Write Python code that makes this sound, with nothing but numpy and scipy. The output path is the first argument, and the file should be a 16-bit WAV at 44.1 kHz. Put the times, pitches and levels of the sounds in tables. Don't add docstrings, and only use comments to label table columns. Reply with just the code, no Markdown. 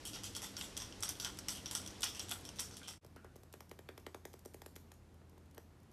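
import sys
import numpy as np
from scipy import signal
from scipy.fft import rfft, irfft
from scipy.io import wavfile
from scipy.ndimage import uniform_filter1d

SR = 44100
rng = np.random.default_rng(int(sys.argv[2]) if len(sys.argv) > 2 else 0)


def natural_amplitude(level_db):
    exponent = np.asarray(level_db, float) / 20
    return 10 ** exponent


def persist_wave(psi):
    counts = np.round(np.clip(psi, -1, 1) * 32767).astype(np.int16)
    wavfile.write(sys.argv[1], SR, np.atleast_2d(counts).T)


N = 261080
TIME = np.arange(N) / SR

# (frequency [Hz], density [dB per Hz])
HALL_NOISE = [(15, -32), (25, -1), (103, 1), (161, -5), (493, -8), (594, -11), (985, -15), (2440, -18.5),
              (3100, -17), (4380, -18.5), (5270, -17.5), (12400, -32), (14500, -61)]
ROOM_NOISE = [(15, -50), (25, -23), (59, -4), (90, -0.5), (130, 1), (358, -7.5), (594, -15), (800, -16),
              (2780, -27.5), (5000, -31), (10800, -35.5), (13400, -38.5), (14500, -60)]
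# (frequency [Hz], width [Hz], level [dB])
HALL_HUMS = [(93.8, 4.6, -65), (198.6, 1.4, -65.5), (305.3, 28, -64), (260.3, 1.3, -70.5)]
ROOM_HUMS = [(117, 270, -102), (48.8, 5.3, -77)]
# (time [s], frequency [Hz], level [dB])
APPLIANCE = [
    (2.5, 87.2, -72.5),
    (3.169, 84.34, -66.5),
    (5.66, 82.8, -66),
    (5.92, 88.5, -79),
]
# (time [s], gain [dB])
CHANGE_DIP = [
    (2.977, 0),
    (2.984, -13),
    (3.001, -26),
    (3.007, -60),
    (3.013, -13),
    (3.03, 0),
]

# (time [s], frequency [Hz], level [dB], length [s])
TOE_SCUFFS = [
    (3.165, 1430, -70, 0.014),
    (3.246, 1460, -75.5, 0.017),
    (3.896, 1700, -76, 0.009),
]
# (time [s], level [dB])
STRAY_NAILS = [(3.0628, -53), (3.362, -48.5), (3.526, -44), (3.6927, -52), (3.9971, -57), (4.331, -47.5),
               (4.391, -51), (4.4494, -50), (4.477, -63), (4.536, -54), (4.755, -49), (4.9385, -55),
               (5.1424, -59), (5.295, -57), (5.379, -59), (5.4576, -64), (5.5103, -59), (5.5457, -51),
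               (5.8013, -63), (5.831, -60), (5.9141, -56)]
# (time [s], nail tick [dB], floor [dB], pad [dB], nail in the floor [dB])
PARROT_STEPS = [(3.0463, -51, -49.5, -5.5, -13), (3.1609, -51, -50, -2, -13), (3.2443, -54, -47.5, 0, -16),
                (3.3568, -54, -48, -9, -17), (3.4327, -53, -56, -3, -8.5), (3.5378, -45, -46, -2.5, -4.5),
                (3.6052, -43, -52, 6, 0.5), (3.713, -44.5, -43, -4.5, -6), (3.7895, -46, -45.5, -9, -6.5),
                (3.8885, -48.5, -41, -8, -2), (3.977, -45, -47.5, -1.5, -3), (4.065, -42.5, -39.5, -4, -3),
                (4.145, -44, -41, 1, -6), (4.252, -39, -42, -3.5, -4.5), (4.338, -47.5, -46, -5, -9.5),
                (4.4565, -42, -41, -13, -18), (4.5428, -42, -43.5, -11, -9.5), (4.6176, -43.5, -52, 7, -1),
                (4.6607, -41, -45.5, -3, -5.5), (4.7615, -40, -50, -4, 0.5), (4.9169, -47, -57.5, 3, 0.5),
                (5.5786, -43.5, -44.5, -2.5, -6)]
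# (time [s], floor level [dB])
WEIGHT_SHIFTS = [
    (4.456, -55),
    (5.15, -65),
    (5.22, -59.5),
    (5.334, -61),
    (5.3812, -58),
    (5.5765, -55),
]

# (frequency [Hz], width [Hz], level [dB])
KNOCK_MODES = [(893, 290, 0), (1427, 194, 3.5), (2070, 310, -3)]
LOW_MODES = [(3330, 420, 0), (2500, 700, -15)]
MAIN_MODES = [(5550, 380, 0), (6200, 800, -8), (4900, 700, -10)]
BRIGHT_MODES = [(7980, 2140, 4.5), (11440, 210, 5), (11450, 4900, -7.5)]
# (frequency [Hz], T60 [s])
HALL_DECAY = [(1200, 0.22), (3300, 0.25), (5700, 0.28), (9000, 0.28)]
# (time [s], peak [dB], low ring [dB], bright ring [dB], hall share [dB])
PAW_LANDINGS = [(.0521, -45, 3.5, 8, -2), (0.1324, -41.5, -1.5, -4, 1.5), (0.2346, -41, 0, 2.5, -1),
                (0.3498, -39, -0.5, 1, -0.5), (0.4185, -40, -4, 1.5, -0.5), (0.5668, -33, -9, -9, -15),
                (0.6106, -45, 13, 5, -14), (0.767, -34.5, 0, -7, -7.5), (1.0249, -31, -8, -3, -2.5),
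                (1.0902, -30.5, -8.5, 0.5, -12.5), (1.1987, -32, -3, -5.5, -6), (1.2468, -31.5, 1, -3, -7),
                (1.4839, -28, -5.5, -3, -7.5), (1.658, -33.5, -3.5, -9, -8), (1.711, -38, -2, 6.5, -7),
                (1.7504, -28, -4.5, -1, -8), (1.8748, -37.5, -5, -5, -14.5), (2.0303, -29, -2, -6, -5),
                (2.194, -31.5, -10, -4, -13), (2.3122, -39, 2, 9.5, -6), (2.4511, -43, 1, -0.5, -5),
                (2.5959, -31, -1, 2.5, -5.5), (2.768, -40.5, 1.5, 4.5, -7), (2.8805, -31, -1.5, -2, -7.5)]
# (time [s], peak [dB], low ring [dB], bright ring [dB])
WET_CLAWS = [(0.0717, -47, -5, 1), (0.148, -45, -10, -18), (0.1588, -52.5, 9, -6), (0.442, -45.5, 3.5, 1),
             (0.5785, -43, 1, 0), (0.6233, -45, 2.5, 4.5), (0.8009, -39, -3.5, -3.5),
             (0.839, -48.5, -1.5, -8), (1.048, -49, -21, -16), (1.08, -41, -3, -11),
             (1.2273, -42, -18, -3), (1.5044, -46, -16, 6.5), (1.5499, -45, 3.5, 0),
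             (1.8171, -51, -2, -13), (2.0688, -40.5, 0, -3.5), (2.148, -44.5, 0, 0),
             (2.2137, -55.5, 8, 11), (2.2962, -51.5, 10, -9), (2.5588, -49.5, 0.5, 1),
             (2.6294, -40.5, -17, -1.5), (2.7107, -43.5, -8, -6), (2.7348, -46.5, -22, -8),
             (2.831, -49, 11, 0), (2.8753, -37.5, -1, -2.5), (2.9085, -46, 1, 6)]
# (time [s], peak [dB], low ring [dB], bright ring [dB])
DRY_CLAWS = [(0.3644, -37, -21, 1.5), (0.7746, -37.5, 3, 6), (0.8192, -41, 3.5, -10),
             (.8465, -47, -17, -11), (.9237, -47.5, 6, -14), (1.0053, -60, -15, 18), (1.0334, -37, 4, 8),
             (1.3714, -50, -5, -1), (1.3873, -38, -9, 1), (1.6777, -49, -10, -5), (1.8619, -45.5, 5, 2),
             (1.905, -45, -16, -14), (1.956, -57, 5, -15), (2.007, -52, 5, 12), (2.02, -44.5, 5, 7),
             (2.0322, -27.5, 1.5, -6), (2.041, -39, 4, 14), (2.2019, -47, 10.5, -11),
             (2.2844, -48.5, 4, 2), (2.2927, -45, -7, 6), (2.3071, -44, 6, 1), (2.3192, -39, 10, -4),
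             (2.4431, -61, 0, 7), (2.4895, -38, -2, -7), (2.5865, -41, 6.5, -15), (2.5924, -29.5, -10, -8),
             (2.6028, -43, -6, 13.5), (2.6071, -52, -8, 1)]
# (time [s], peak [dB], hall share [dB])
PAD_THUDS = [(.16, -46, -4), (0.236, -50, -8), (0.3643, -51, -2), (0.419, -44.5, 5), (.6121, -39.5, -8),
             (0.7762, -53, -14), (1.0325, -35, -9.5), (1.091, -57, -8), (1.2521, -39, 0),
             (1.4847, -39, -23), (1.711, -42, -3.5), (1.7525, -38, -7.5), (2.0345, -36, -5.5),
             (2.202, -50, -5), (2.3125, -36, -3.5), (2.5952, -37, -9.5), (2.708, -43.5, -12),
             (2.815, -41, -5), (2.8804, -37.5, -6), (2.935, -39, -12)]

HALL_DB, ROOM_DB = -54.5, -66
CHANGE_S, DISSOLVE_S, HALL_FADE_POWER, ROOM_IN_S = 3.04, 0.78, 0.63, 0.16

STEP_MID_DB, STRAY_MID_DB, MID_SCATTER_DB = -5.5, -12, 3.5
THUMP_LAG_S, TRAVEL_S, FAR_WALL_S = 0.00451, 0.00671, 0.017
SHUFFLE_PAD_DB, SHUFFLE_NAIL_DB = -1.5, -9

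TOE_GAP_S, TOE_DROP_DB, TOE_SCATTER_DB = 0.0068, -13, 6.5
SCRABBLE_S, SCRABBLE_DB, SCRABBLE_SCATTER_DB = 0.055, -18.5, -4
PAW_KNOCK_DB, CLAW_KNOCK_DB, KNOCK_SCATTER_DB, PAD_OVER_CLAW_DB = -13.5, -9, 1, 30
WET_CLAW_HALL_DB, DRY_CLAW_HALL_DB, HALL_DELAY_S = 0, -17, 0.0028


def level(x, db):
    return x * natural_amplitude(db) / np.sqrt(np.mean(x ** 2))


def add(track, s, grain):
    i = int(s * SR)
    track[..., i:i + grain.shape[-1]] += grain[..., :N - i]


def ring(x, modes, detune=0.99):
    out = 0
    for k, (hz, width, db) in enumerate(modes):
        b, a = signal.iirpeak(hz * detune, hz / width, SR)
        out = out + (-1) ** k * natural_amplitude(db) * signal.lfilter(b, a, x)
    return out


def walk(rate):
    k = int(SR / rate)
    held = np.repeat(rng.standard_normal(N // k + 1), k)
    return 0.35 * uniform_filter1d(uniform_filter1d(held, k), k)[:N]


def tail(t60, onset_s, grain_db=1.5):
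    t = TIME[:SR]
    sizes = np.repeat(natural_amplitude(grain_db * rng.exponential(size=SR // 64 + 1)), 64)[:SR]
    build_up = 1 - np.exp(-(t / onset_s) ** 2)
    decay = np.exp(-np.log(1000) * t / t60)
    h = rng.standard_normal(SR) * sizes * build_up * decay
    return h / np.sqrt(np.sum(h ** 2))


def scrape(t, rise_s, fall_s, drag, drag_s):
    return (1 - np.exp(-(t / rise_s) ** 2)) * (np.exp(-t / fall_s) + drag * np.exp(-t / drag_s))


def air(spectrum, hums, db):
    hz, shape_db = np.transpose(spectrum)
    bins = np.maximum(np.fft.rfftfreq(N, 1 / SR), 1)
    colour = natural_amplitude(np.interp(np.log(bins), np.log(hz), shape_db))
    noise = irfft(rfft(rng.standard_normal(N)) * colour, N)
    out = level(noise, db) * natural_amplitude(walk(6.5))
    for hum_hz, width, hum_db in hums:
        hum = ring(rng.standard_normal(N), [(hum_hz, width, 0)])
        out = out + level(hum, hum_db)
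    return out


def drone():
    s, hz, db = np.transpose(APPLIANCE)
    phase = 2 * np.pi * np.cumsum(np.interp(TIME, s, hz)) / SR
    return np.sqrt(2) * natural_amplitude(np.interp(TIME, s, db)) * np.sin(phase)


def scuffs():
    out, t = np.zeros(N), TIME[:4096]
    for s, hz, db, length_s in TOE_SCUFFS:
        rub = ring(rng.standard_normal(len(t)), [(hz, 160, 0), (2.1 * hz, 400, -20)])
        add(out, s, 3.9 * level(rub, db) * scrape(t, 0.0015, length_s, 0.31, 0.12))
    return out


def bending(pad_db, nail_db, size=2048):
    hz = np.fft.rfftfreq(size, 1 / SR) + 1
    # (centre [Hz], width [octaves], level [dB])
    parts = [(260, .3, -9), (425, .43, 0), (880, .33, pad_db - 4),
             (1750, .3, nail_db - 8), (3100, .35, nail_db - 15)]
    colour = sum(natural_amplitude(db) * np.exp(-.5 * (np.log2(hz / mid_hz) / octaves) ** 2)
                 for mid_hz, octaves, db in parts)
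    spread = 2 * TRAVEL_S * np.sqrt(500 * hz) - TRAVEL_S * hz
    sweep = irfft(colour * np.exp(-2j * np.pi * spread), size)
    return 68 * np.roll(sweep, 512)


def parrot_nails():
    t = TIME[:512]
    contact = scrape(t, 0.0013, 0.001, 0.19, 0.0041)
    bright = [(5560, 2250, 0.63), (8760, 3300, -0.79), (12400, 2100, 1.0)]
    ticks = [(s, db, STEP_MID_DB + floor_db + nail_db - db)
             for s, db, floor_db, _, nail_db in PARROT_STEPS]
    ticks += [(s, db, STRAY_MID_DB) for s, db in STRAY_NAILS]
    out = np.zeros(N)
    for s, db, mid_db in ticks:
        pitch = 1 + 0.042 * np.clip(rng.standard_normal(), -1.5, 1.5)
        top = ring(contact * rng.standard_normal(len(t)), bright, pitch)
        mid = ring(contact * rng.standard_normal(len(t)), [(3400, 1800, 0)], pitch)
        mid_gain = natural_amplitude(mid_db + MID_SCATTER_DB * rng.standard_normal() - 2.0)
        tick = top / np.abs(top).max() + mid_gain * mid / np.abs(mid).max()
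        add(out, s, natural_amplitude(db - 1.0) * tick)
    return out


def parrot_floor():
    thumps = [(s + THUMP_LAG_S, *floor) for s, _, *floor in PARROT_STEPS]
    thumps += [(s, db, SHUFFLE_PAD_DB, SHUFFLE_NAIL_DB) for s, db in WEIGHT_SHIFTS]
    out = np.zeros(N)
    for s, db, pad_db, nail_db in thumps:
        wave = bending(pad_db, nail_db)
        second = np.roll(np.diff(wave, prepend=0) * 5, rng.integers(20, 60))
        add(out, s - 512 / SR, natural_amplitude(db) * (wave + .35 * second))
    return out


def parrot():
    nails, board = parrot_nails(), parrot_floor()
    room = signal.fftconvolve(nails, tail(0.41, 0.0093))[:N]
    slap = signal.fftconvolve(nails, tail(0.019, 0.00072))[:N]
    slap = np.roll(slap, int(FAR_WALL_S * SR))
    boards = signal.fftconvolve(board, tail(0.17, 0.0018, grain_db=-1.0))[:N]
    return nails + natural_amplitude(-8) * room + natural_amplitude(-19) * slap + board + natural_amplitude(-8.0) * boards + scuffs()


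def claws():
    rows = []
    for s, db, low, top, wet in PAW_LANDINGS:
        rows.append((s, db, low, top, PAW_KNOCK_DB, wet))
        chance = np.clip(rng.standard_normal((5, 3)), -2, 2)
        for toe, (late, size, _) in enumerate(chance[:2], start=1):
            toe_s = s + TOE_GAP_S * toe * (1 + .08 * toe * late)
            toe_db = db + TOE_DROP_DB * toe + TOE_SCATTER_DB * size
            rows.append((toe_s, toe_db, low, top, PAW_KNOCK_DB, wet))
        for lag, colour in zip(rng.random(3), chance[2:]):
            loose_s = s + 2 * TOE_GAP_S + SCRABBLE_S * lag
            loose_db = db + SCRABBLE_DB - 6 * lag
            rows.append((loose_s, loose_db, *(SCRABBLE_SCATTER_DB * colour[:2]), CLAW_KNOCK_DB, DRY_CLAW_HALL_DB))
    rows += [(*row, CLAW_KNOCK_DB, WET_CLAW_HALL_DB) for row in WET_CLAWS]
    rows += [(*row, CLAW_KNOCK_DB, DRY_CLAW_HALL_DB) for row in DRY_CLAWS]
    rows = np.array(rows)
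    rows[:, 4] += KNOCK_SCATTER_DB * rng.standard_normal(len(rows))
    pads = [(s, db - PAD_OVER_CLAW_DB, 0, 0, PAD_OVER_CLAW_DB, wet) for s, db, wet in PAD_THUDS]
    return np.vstack([rows, pads])


def dog():
    t = TIME[:1024]
    contact = scrape(t, 0.00054, 0.00094, 0.19, 0.009)
    near, send = np.zeros(N), np.zeros((3, 4, N))
    for i, (s, db, low_db, bright_db, knock_db, wet_db) in enumerate(claws()):
        pitch = 1 + .022 * np.clip(rng.standard_normal(4), -2, 2)
        rings = np.array([ring(contact * rng.standard_normal(len(t)), modes, pitch[k])
                          for k, modes in enumerate((KNOCK_MODES, LOW_MODES, MAIN_MODES, BRIGHT_MODES))])
        peak_db = db + np.array([[knock_db - .6], [low_db - .6], [.6], [bright_db + 2.5]])
        rings = rings * natural_amplitude(peak_db) / np.abs(rings).max(axis=1, keepdims=True)
        add(near, s, rings.sum(axis=0))
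        add(send[i % 3], s + HALL_DELAY_S, natural_amplitude(wet_db) * rings)
    hall = np.zeros(N)
    for spot in send:
        for group, (_, t60) in zip(spot, HALL_DECAY):
            hall += signal.fftconvolve(group, tail(t60, 0.0032, grain_db=3.0))[:N]
    return near + natural_amplitude(5.0) * hall


def scene():
    hall_fade = np.clip((CHANGE_S - TIME) / DISSOLVE_S, 0, 1) ** HALL_FADE_POWER
    room_fade = np.clip((TIME - CHANGE_S + DISSOLVE_S) / ROOM_IN_S, 0, 1)
    dip = natural_amplitude(np.interp(TIME, *np.transpose(CHANGE_DIP)))
    hall = hall_fade * (air(HALL_NOISE, HALL_HUMS, HALL_DB) + dog())
    room = room_fade * natural_amplitude(3.0) * (air(ROOM_NOISE, ROOM_HUMS, ROOM_DB) + drone())
    return (dip * (hall + room) + parrot())[None]


def roll_off(x):
    return signal.sosfilt(signal.butter(12, 14960, fs=SR, output="sos"), x)


def record(dry):
    bass_cut = signal.butter(4, 34, "high", fs=SR, output="sos")
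    top_cut = signal.ellip(6, .3, 24, 14300, fs=SR, output="sos")
    mix = signal.sosfilt(top_cut, signal.sosfilt(bass_cut, dry))
    return roll_off(mix)


dry = scene()
out = record(dry)
persist_wave(out)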